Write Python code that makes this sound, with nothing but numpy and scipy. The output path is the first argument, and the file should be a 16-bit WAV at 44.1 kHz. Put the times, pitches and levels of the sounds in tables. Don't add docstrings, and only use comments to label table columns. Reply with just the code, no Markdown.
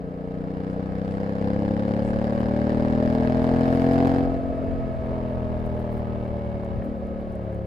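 import sys
import numpy as np
from scipy import signal
from scipy.fft import rfft, irfft
from scipy.io import wavfile

SR = 44100
rng = np.random.default_rng(int(sys.argv[2]) if len(sys.argv) > 2 else 0)


def materialize(psi):
    bounded = np.clip(np.atleast_2d(psi).T, -1, 1)
    quanta = np.round(bounded * 32767).astype(np.int16)
    wavfile.write(sys.argv[1], SR, quanta)


N = 337806
TIME = np.arange(N) / SR
FREQS_HZ = np.fft.rfftfreq(N, 1 / SR)
INTAKE_LAG_S, RASP_LAG_S, EXHAUST_LAG_S = 0.12, 0.13, 0.16

FIRINGS = [(0.428, 0.86), (0.803, 0.88)]
# pitch_hz, width_hz, level_db
CASE_NOTES = [(1273, 20, -56.5), (1695, 53, -64), (2224, 70, -66)]


def gain_of(db):
    return 10 ** (np.asarray(db) / 20)


def spectrum(rows, column=1):
    rows = np.array(rows)
    return gain_of(np.interp(np.log(FREQS_HZ + 1), np.log(rows[:, 0]), rows[:, column]))


def bumps(hz, rows):
    return gain_of(sum((db * np.exp(-((hz - centre) / width) ** 2) for centre, width, db in rows), 0 * hz))


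def filtered(sound, gains):
    return irfft(rfft(sound) * gains, N)


def noise(shape):
    real, imaginary = rng.standard_normal((2, len(FREQS_HZ)))
    return irfft((real + 1j * imaginary) * shape, N) * np.sqrt(N * SR) / 2


def stereo_noise(rows):
    mid, side = noise(spectrum(rows, column=1)), noise(spectrum(rows, column=2))
    return np.array([mid + side, mid - side])


def wander(hz, size=8192):
    rates = np.fft.rfftfreq(size, TIME[-1] / size)
    slow = irfft(rfft(rng.standard_normal(size)) / (1 + (rates / hz) ** 4))
    return np.interp(TIME, np.linspace(0, TIME[-1], size), slow / slow.std())


def fuzzy_tone(cycles, width_hz):
    angle = 2 * np.pi * cycles
    return wander(width_hz / 2) * np.cos(angle) + wander(width_hz / 2) * np.sin(angle)


def swell(peak_s, length_s):
    return np.exp(-(2 * (TIME - peak_s) / length_s) ** 2)


def puffs(events, hz, octaves):
    band = np.exp(-np.log2((FREQS_HZ + 1) / hz) ** 2 / (2 * octaves ** 2))
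    ears = np.array([noise(band), noise(band)])
    ears = ears + ears[::-1] / (1 + hz / 1500)
    return ears / ears.std() * sum(gain_of(db) * swell(s, length) for s, length, db in events)


def lagged(control, lag_s):
    hold = np.exp(-1 / (lag_s * SR))
    return control[0] + signal.lfilter([1 - hold], [1, -hold], control - control[0])


def doublings(speed, cruise=40):
    return np.log2(speed / cruise)


def load_db(pull, source):
    # pull_cycles_per_s2, honk_db, rasp_db, burble_db, chain_db, clatter_db
    levels = [(-5, -43, -32, -6.5, -39.5, -6.5), (-3.5, -47, -30, -2, -38, -2),
              (0, -40, -27.5, -9, -40, -3), (-0.5, -39, -21.5, -15, -37.5, -2.5),
              (2.5, -33, -10.5, -15.5, -38.5, -0.5), (3.5, -33, -7, -19.5, -34, -2.5),
              (3.5, -30.5, -6, -18, -33, -4.5), (4.5, -30.5, -8, -17.5, -32.5, -5),
              (4, -31, -7.5, -16, -33, -1.5)]
    pulls, *columns = np.array(levels).T
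    return np.interp(pull, pulls, columns[["honk", "rasp", "burble", "chain", "clatter"].index(source)])


def wind(road_speed):
    # pitch_hz, mid_db, side_db
    rumble = [(10, -71.5, -79.5), (25, -61, -58), (45, -55.5, -64), (70, -57.5, -54), (98, -62, -61),
              (182, -70.5, -69), (372, -78.5, -82.5), (1000, -105, -105), (4000, -140, -140)]
    # peak_s, length_s, boost_db
    gusts = [(1.08, 0.18, 1.5), (1.697, .12, 5), (2.121, .14, 4), (3.37, 0.23, 3), (4.74, .25, 2.5),
             (6.77, .14, 4), (7.3, .7, -2.5)]
    gust_db = sum(boost * swell(s, length) for s, length, boost in gusts)
    return stereo_noise(rumble) * gain_of(0.64 + 17.5 * doublings(road_speed) + gust_db + 0.38 * wander(11))


def crackle(road_speed, snaps_per_s=350, spread_db=5):
    # peak_s, length_s, boost_db
    rough_air = [(3.8, .9, 19), (5.75, 0.66, 7), (7.45, .3, 4)]
    sizes = gain_of(spread_db * np.minimum(rng.exponential(1, (2, N)), 5))
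    hits = (rng.random((2, N)) < snaps_per_s / SR) * sizes
    snap = rng.standard_normal((2, 128)) * np.exp(-np.arange(128) / 22)
    snaps = signal.oaconvolve(hits * rng.choice([-1, 1], (2, N)), snap, axes=1)[:, :N]
    bright = np.exp(-np.log2((FREQS_HZ + 1) / 9000) ** 2)
    clumps = filtered(snaps, bright) * gain_of(3 * wander(17))
    rough_db = sum(boost * swell(s, length) for s, length, boost in rough_air)
    return clumps / clumps.std() * gain_of(-83 + 10.5 * doublings(road_speed) + rough_db)


def passing_cars():
    # peak_s, length_s, level_db
    cars = [(0.718, .08, -76), (1.126, 0.12, -73), (2.08, .09, -64.5)]
    return puffs(cars, hz=7800, octaves=.32)


def rustles_and_ticks(tick_s=0.0027):
    # peak_s, length_s, level_db
    rustles = [(2.338, .018, -71), (2.4, .022, -67), (2.615, .02, -71), (3.06, .015, -67),
               (3.14, .015, -67), (5.288, .02, -72), (5.8, .025, -68), (5.928, .035, -65),
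               (5.977, .03, -66), (6.85, 0.029, -67)]
    # peak_s, level_db
    ticks = [(6.648, -58), (7.355, -62), (7.547, -63)]
    rustling = puffs(rustles, hz=11500, octaves=.55)
    return rustling + puffs([(s, tick_s, db) for s, db in ticks], hz=8800, octaves=.52)


def drive_clunks():
    # peak_s, length_s, pitch_hz, level_db
    clunks = [(5.01, 0.029, 3500, -68), (6.778, 0.11, 89, -29.5), (6.823, 0.0092, 1500, -45.5)]
    return sum(puffs([(s, length, db)], hz, octaves=.52) for s, length, hz, db in clunks)


def chain(road_speed, pull, links_per_cycle=15.17, taut_db=-3.5, slack_boost_db=7):
    # multiple_of_link_rate, level_db, width_hz
    tones = [(1, 0, 2), (.99, -10, 80), (.977, -10, 2), (.945, -13, 2), (.88, -15, 2), (1.048, -14, 4),
             (2, -31, 8)]
    links = np.cumsum(links_per_cycle * road_speed * (1 + .0012 * wander(10))) / SR
    (multiple, db, width), *side_tones = tones
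    whine = np.sqrt(2) * gain_of(db + 1.1 * wander(3 * width)) * np.sin(2 * np.pi * multiple * links)
    rattle = sum(gain_of(db) * fuzzy_tone(multiple * links, width) for multiple, db, width in side_tones)
    tension = lagged(pull, INTAKE_LAG_S)
    loose = gain_of(taut_db + slack_boost_db * np.exp(-tension ** 2))
    return (whine + rattle * loose) * gain_of(load_db(tension, "chain") + 10.5 * doublings(road_speed))


def bodywork(sound):
    # pitch_hz, width_hz, boost_db
    colour = [(1110, 35, 3), (1150, 70, 0), (1640, 99, 2.5), (1980, 45, -1), (2446, 80, -3.5),
              (2770, 86, 1), (3030, 110, 2), (3340, 190, -1), (4140, 170, -0.5), (4640, 160, -2),
              (5130, 130, -0.5), (7250, 470, 2), (8000, 300, -1)]
    return filtered(sound, bumps(FREQS_HZ, colour))


def bursts(cycles, strokes, lag, width, floor):
    opening = floor
    for place, strength in strokes:
        distance = (cycles - place - lag + .5) % 1 - .5
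        opening = opening + strength * np.exp(-(distance / width) ** 2)
    return opening / np.sqrt(np.mean(opening ** 2))


def gears(cycles, revs):
    # multiple_of_cycle_rate, level_db
    whines = [(29, -68), (40, -70.5), (59, -69), (61, -79.5)]
    peaks = [(hz, 70, 9) for hz, _, _ in CASE_NOTES]
    return sum(gain_of(db + 1.6 * wander(5)) * bumps(k * revs, peaks) * np.sin(2 * np.pi * k * cycles)
               for k, db in whines)


def valves(cycles, size=1024):
    pattern = irfft(np.exp(2j * np.pi * rng.random(size // 2 + 1)))
    ticks = np.interp(cycles % 1 * size, np.arange(size), pattern / pattern.std())
    bass_cut = 1 - np.exp(-(FREQS_HZ / 1300) ** 4)
    return filtered(ticks, bumps(FREQS_HZ, [(2100, 2500, 41.5)]) * gain_of(-47) * bass_cut)


def clatter(cycles, revs, pull):
    # pitch_hz, mid_db, side_db
    roar = [(120, -71, -78), (383, -66, -80), (637, -59, -69), (763, -70.5, -79.5), (1060, -82.5, -71.5),
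            (1440, -85, -88), (1680, -85, -86.5), (2230, -87.5, -93), (2830, -94.5, -105.5),
            (3650, -99, -103), (4940, -102, -109), (5650, -112, -114), (10500, -117, -116),
            (15500, -124, -124)]
    throb = bursts(cycles, FIRINGS, lag=0.084, width=0.21, floor=2.2) * gain_of(0.46 * wander(84))
    ring = np.array([sum(gain_of(db) * fuzzy_tone(hz * TIME, width) for hz, width, db in CASE_NOTES)
                     for _ in range(2)])
    ticking = gain_of(-50) * np.array([valves(cycles), valves(cycles)])
    level = gain_of(load_db(lagged(pull, INTAKE_LAG_S), "clatter") + 15 * doublings(revs))
    return (bodywork(stereo_noise(roar) * throb + ticking) + ring + gears(cycles, revs)) * level


def treble(pulses):
    return filtered(pulses, 1 - np.exp(-(FREQS_HZ / 720) ** 6))


def pulse_pair(cycles, revs, strokes, resonances, duct, ring_hz, damping):
    # multiple_of_cycle_rate, intake_db, exhaust_db
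    overtones = [(1, -24.5, -17), (2, 1.5, 2), (3, 1, 5.5), (4, -8, -16.5), (5, -2, 1.5), (6, 0.5, -5),
                 (7, -8.5, -27.5), (8, -9.5, -10.5), (9, -7.5, -12), (10, -15.5, -5), (11, -9, -8),
                 (12, -22, -7), (13, -18.5, -21), (14, -12.5, -20.5), (15, -25, -30.5), (16, -15.5, -30.5),
                 (17, -14.5, -12.5), (18, -19, -14.5), (19, -27.5, -21.5), (20, -22.5, -25.5),
                 (21, -22.5, -16.5), (22, -29.5, -16), (23, -23.5, -25.5), (24, -23.5, -19.5),
                 (25, -30.5, -28.5), (26, -26, -31.5), (27, -27.5, -22.5), (28, -35.5, -39.5),
                 (29, -36.5, -40), (30, -34, -31.5), (31, -32, -33), (32, -34.5, -43.5), (33, -28.5, -43.5),
                 (34, -35, -36.5)]
    hz = np.linspace(1, 2000, 1000)
    ring = 1 / (damping + 1j * (hz / ring_hz - ring_hz / hz))
    response = bumps(hz, resonances) * (ring / abs(ring)) ** 2
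    pulses = 0
    for k, intake_db, exhaust_db in overtones:
        level = gain_of(intake_db if duct == "intake" else exhaust_db)
        timing = sum(strength * np.exp(-2j * np.pi * k * place) for place, strength in strokes)
        tone = np.exp(2j * np.pi * k * cycles) * timing / abs(timing)
        pulses = pulses - level * (np.interp(k * revs, hz, response) * tone).real
    return np.sqrt(2) * pulses


def exhaust(cycles, revs, pull, lurch):
    # pitch_hz, mid_db, side_db
    hiss = [(400, -83, -100), (850, -80.5, -75), (1130, -90.5, -80), (1450, -94.5, -89.5),
            (2000, -95.5, -92), (3060, -100, -100), (4900, -108, -112), (7000, -125, -125)]
    # start_s, end_s, fade_s, spit_db
    coast = (5.0, 6.82, .05, 2.4)
    start_s, end_s, fade_s, spit_db = coast
    coasting = (np.tanh((TIME - start_s) / fade_s) - np.tanh((TIME - end_s) / fade_s)) / 2
    thuds = pulse_pair(cycles, revs, FIRINGS, [], "exhaust", ring_hz=680, damping=0.34)
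    thuds = thuds + (0.87 * coasting - .75) * treble(thuds)
    burble_db = load_db(lagged(pull, EXHAUST_LAG_S), "burble") + 5.5 * doublings(revs)
    level = gain_of(burble_db - 2.9 * abs(lurch) + 0.4 * wander(53))
    spurts = bursts(cycles, FIRINGS, lag=.03, width=.06, floor=.1)
    spit = bodywork(stereo_noise(hiss) * spurts) * coasting * gain_of(spit_db)
    return (gain_of(-36) * thuds + spit) * level


def intake(cycles, revs, pull, lurch, close_s=7.3, fade_db_per_s=45):
    gulps = [(0.274, 0.98), (0.609, 0.63)]
    # pitch_hz, width_hz, boost_db
    airbox = [(63, 13.6, -12.5), (84.8, 6, -5), (203, 25.5, 4), (244.4, 15.7, 4.5), (274.9, 17.7, 8.5),
              (308.4, 6.6, 6.5), (368.5, 22, -5.5), (473, 23, 2.5), (494, 76, 6.5), (583, 39, 3),
              (790, 80, 9), (1220, 230, -13)]
    # pitch_hz, mid_db, side_db
    rush = [(60, -75.5, -86), (170, -70.5, -79.5), (400, -56.5, -67), (640, -58, -62), (1000, -66.5, -62),
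            (1280, -77, -69), (1680, -71, -67), (2550, -79.5, -82.5), (3640, -85, -88),
            (5050, -84.5, -85.5), (5660, -96.5, -100), (7450, -99, -100), (10900, -106, -105),
            (15500, -116, -117)]
    # cycles_per_s, width_cycles_per_s, boost_db
    power_band = (43, 1.8, 1.1)
    honk_db = load_db(lagged(pull, INTAKE_LAG_S), "honk") + 11 * doublings(revs) + 3 * lurch
    rasp_db = load_db(lagged(pull, RASP_LAG_S), "rasp") + 15 * doublings(revs)
    honk = pulse_pair(cycles, revs, gulps, airbox, "intake", ring_hz=400, damping=.45)
    honk = honk * gain_of(honk_db + .5 * wander(27))
    muffling = np.clip(-(rasp_db + 15) / 18, 0, .7)
    grit = gain_of(wander(76) + 2 * wander(900))
    gulping = bursts(cycles, gulps, lag=.03, width=.065, floor=.33)
    rasp = stereo_noise(rush) * gulping * grit * bumps(revs, [power_band]) * gain_of(rasp_db)
    fade = gain_of(-fade_db_per_s * np.maximum(TIME - close_s, 0))
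    return (honk - muffling * treble(honk) + bodywork(rasp)) * fade


def scene(start_speed=29.925, lurch_s=.12):
    # time_s, pull_cycles_per_s2
    throttle = [(0, .381), (.37, 2.05), (1.58, 3.955), (3.62, 4.312), (4.11, 3.13), (4.25, -1.593),
                (4.67, -1.278), (4.82, -3.964), (6.71, -2.928), (6.76, -.891), (7.07, .349), (7.27, -2.922),
                (7.66, -4.896)]
    # peak_s, jump_cycles_per_s
    lurches = [(4.98, -1.533), (6.88, 1.724)]
    pull = np.interp(TIME, *np.transpose(throttle))
    road_speed = start_speed + np.cumsum(pull) / SR
    lurch = sum(jump * swell(s, lurch_s) for s, jump in lurches)
    revs = road_speed + lurch
    cycles = np.cumsum(revs) / SR
    breathing = intake(cycles, revs, pull, lurch) + exhaust(cycles, revs, pull, lurch)
    bike = breathing + clatter(cycles, revs, pull) + chain(road_speed, pull)
    background = wind(road_speed) + crackle(road_speed) + passing_cars() + rustles_and_ticks()
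    return background + bike + drive_clunks()


def record(dry, top_hz=15750):
    # pitch_hz, left_minus_right_db
    balance = [(30, 1), (60, -1.5), (110, 3), (200, 4), (380, 0.5), (700, -0.5), (1290, -1.5), (2380, 2),
               (4400, 2), (8100, -1.5), (15000, 2)]
    lean = np.sqrt(spectrum(balance))
    heard = filtered(dry, np.array([lean, 1 / lean]))
    treble_cut = signal.firwin(511, top_hz, window=("kaiser", 9), fs=SR)
    return signal.oaconvolve(heard, treble_cut[None], "same")


dry = scene()
out = record(dry)
materialize(out)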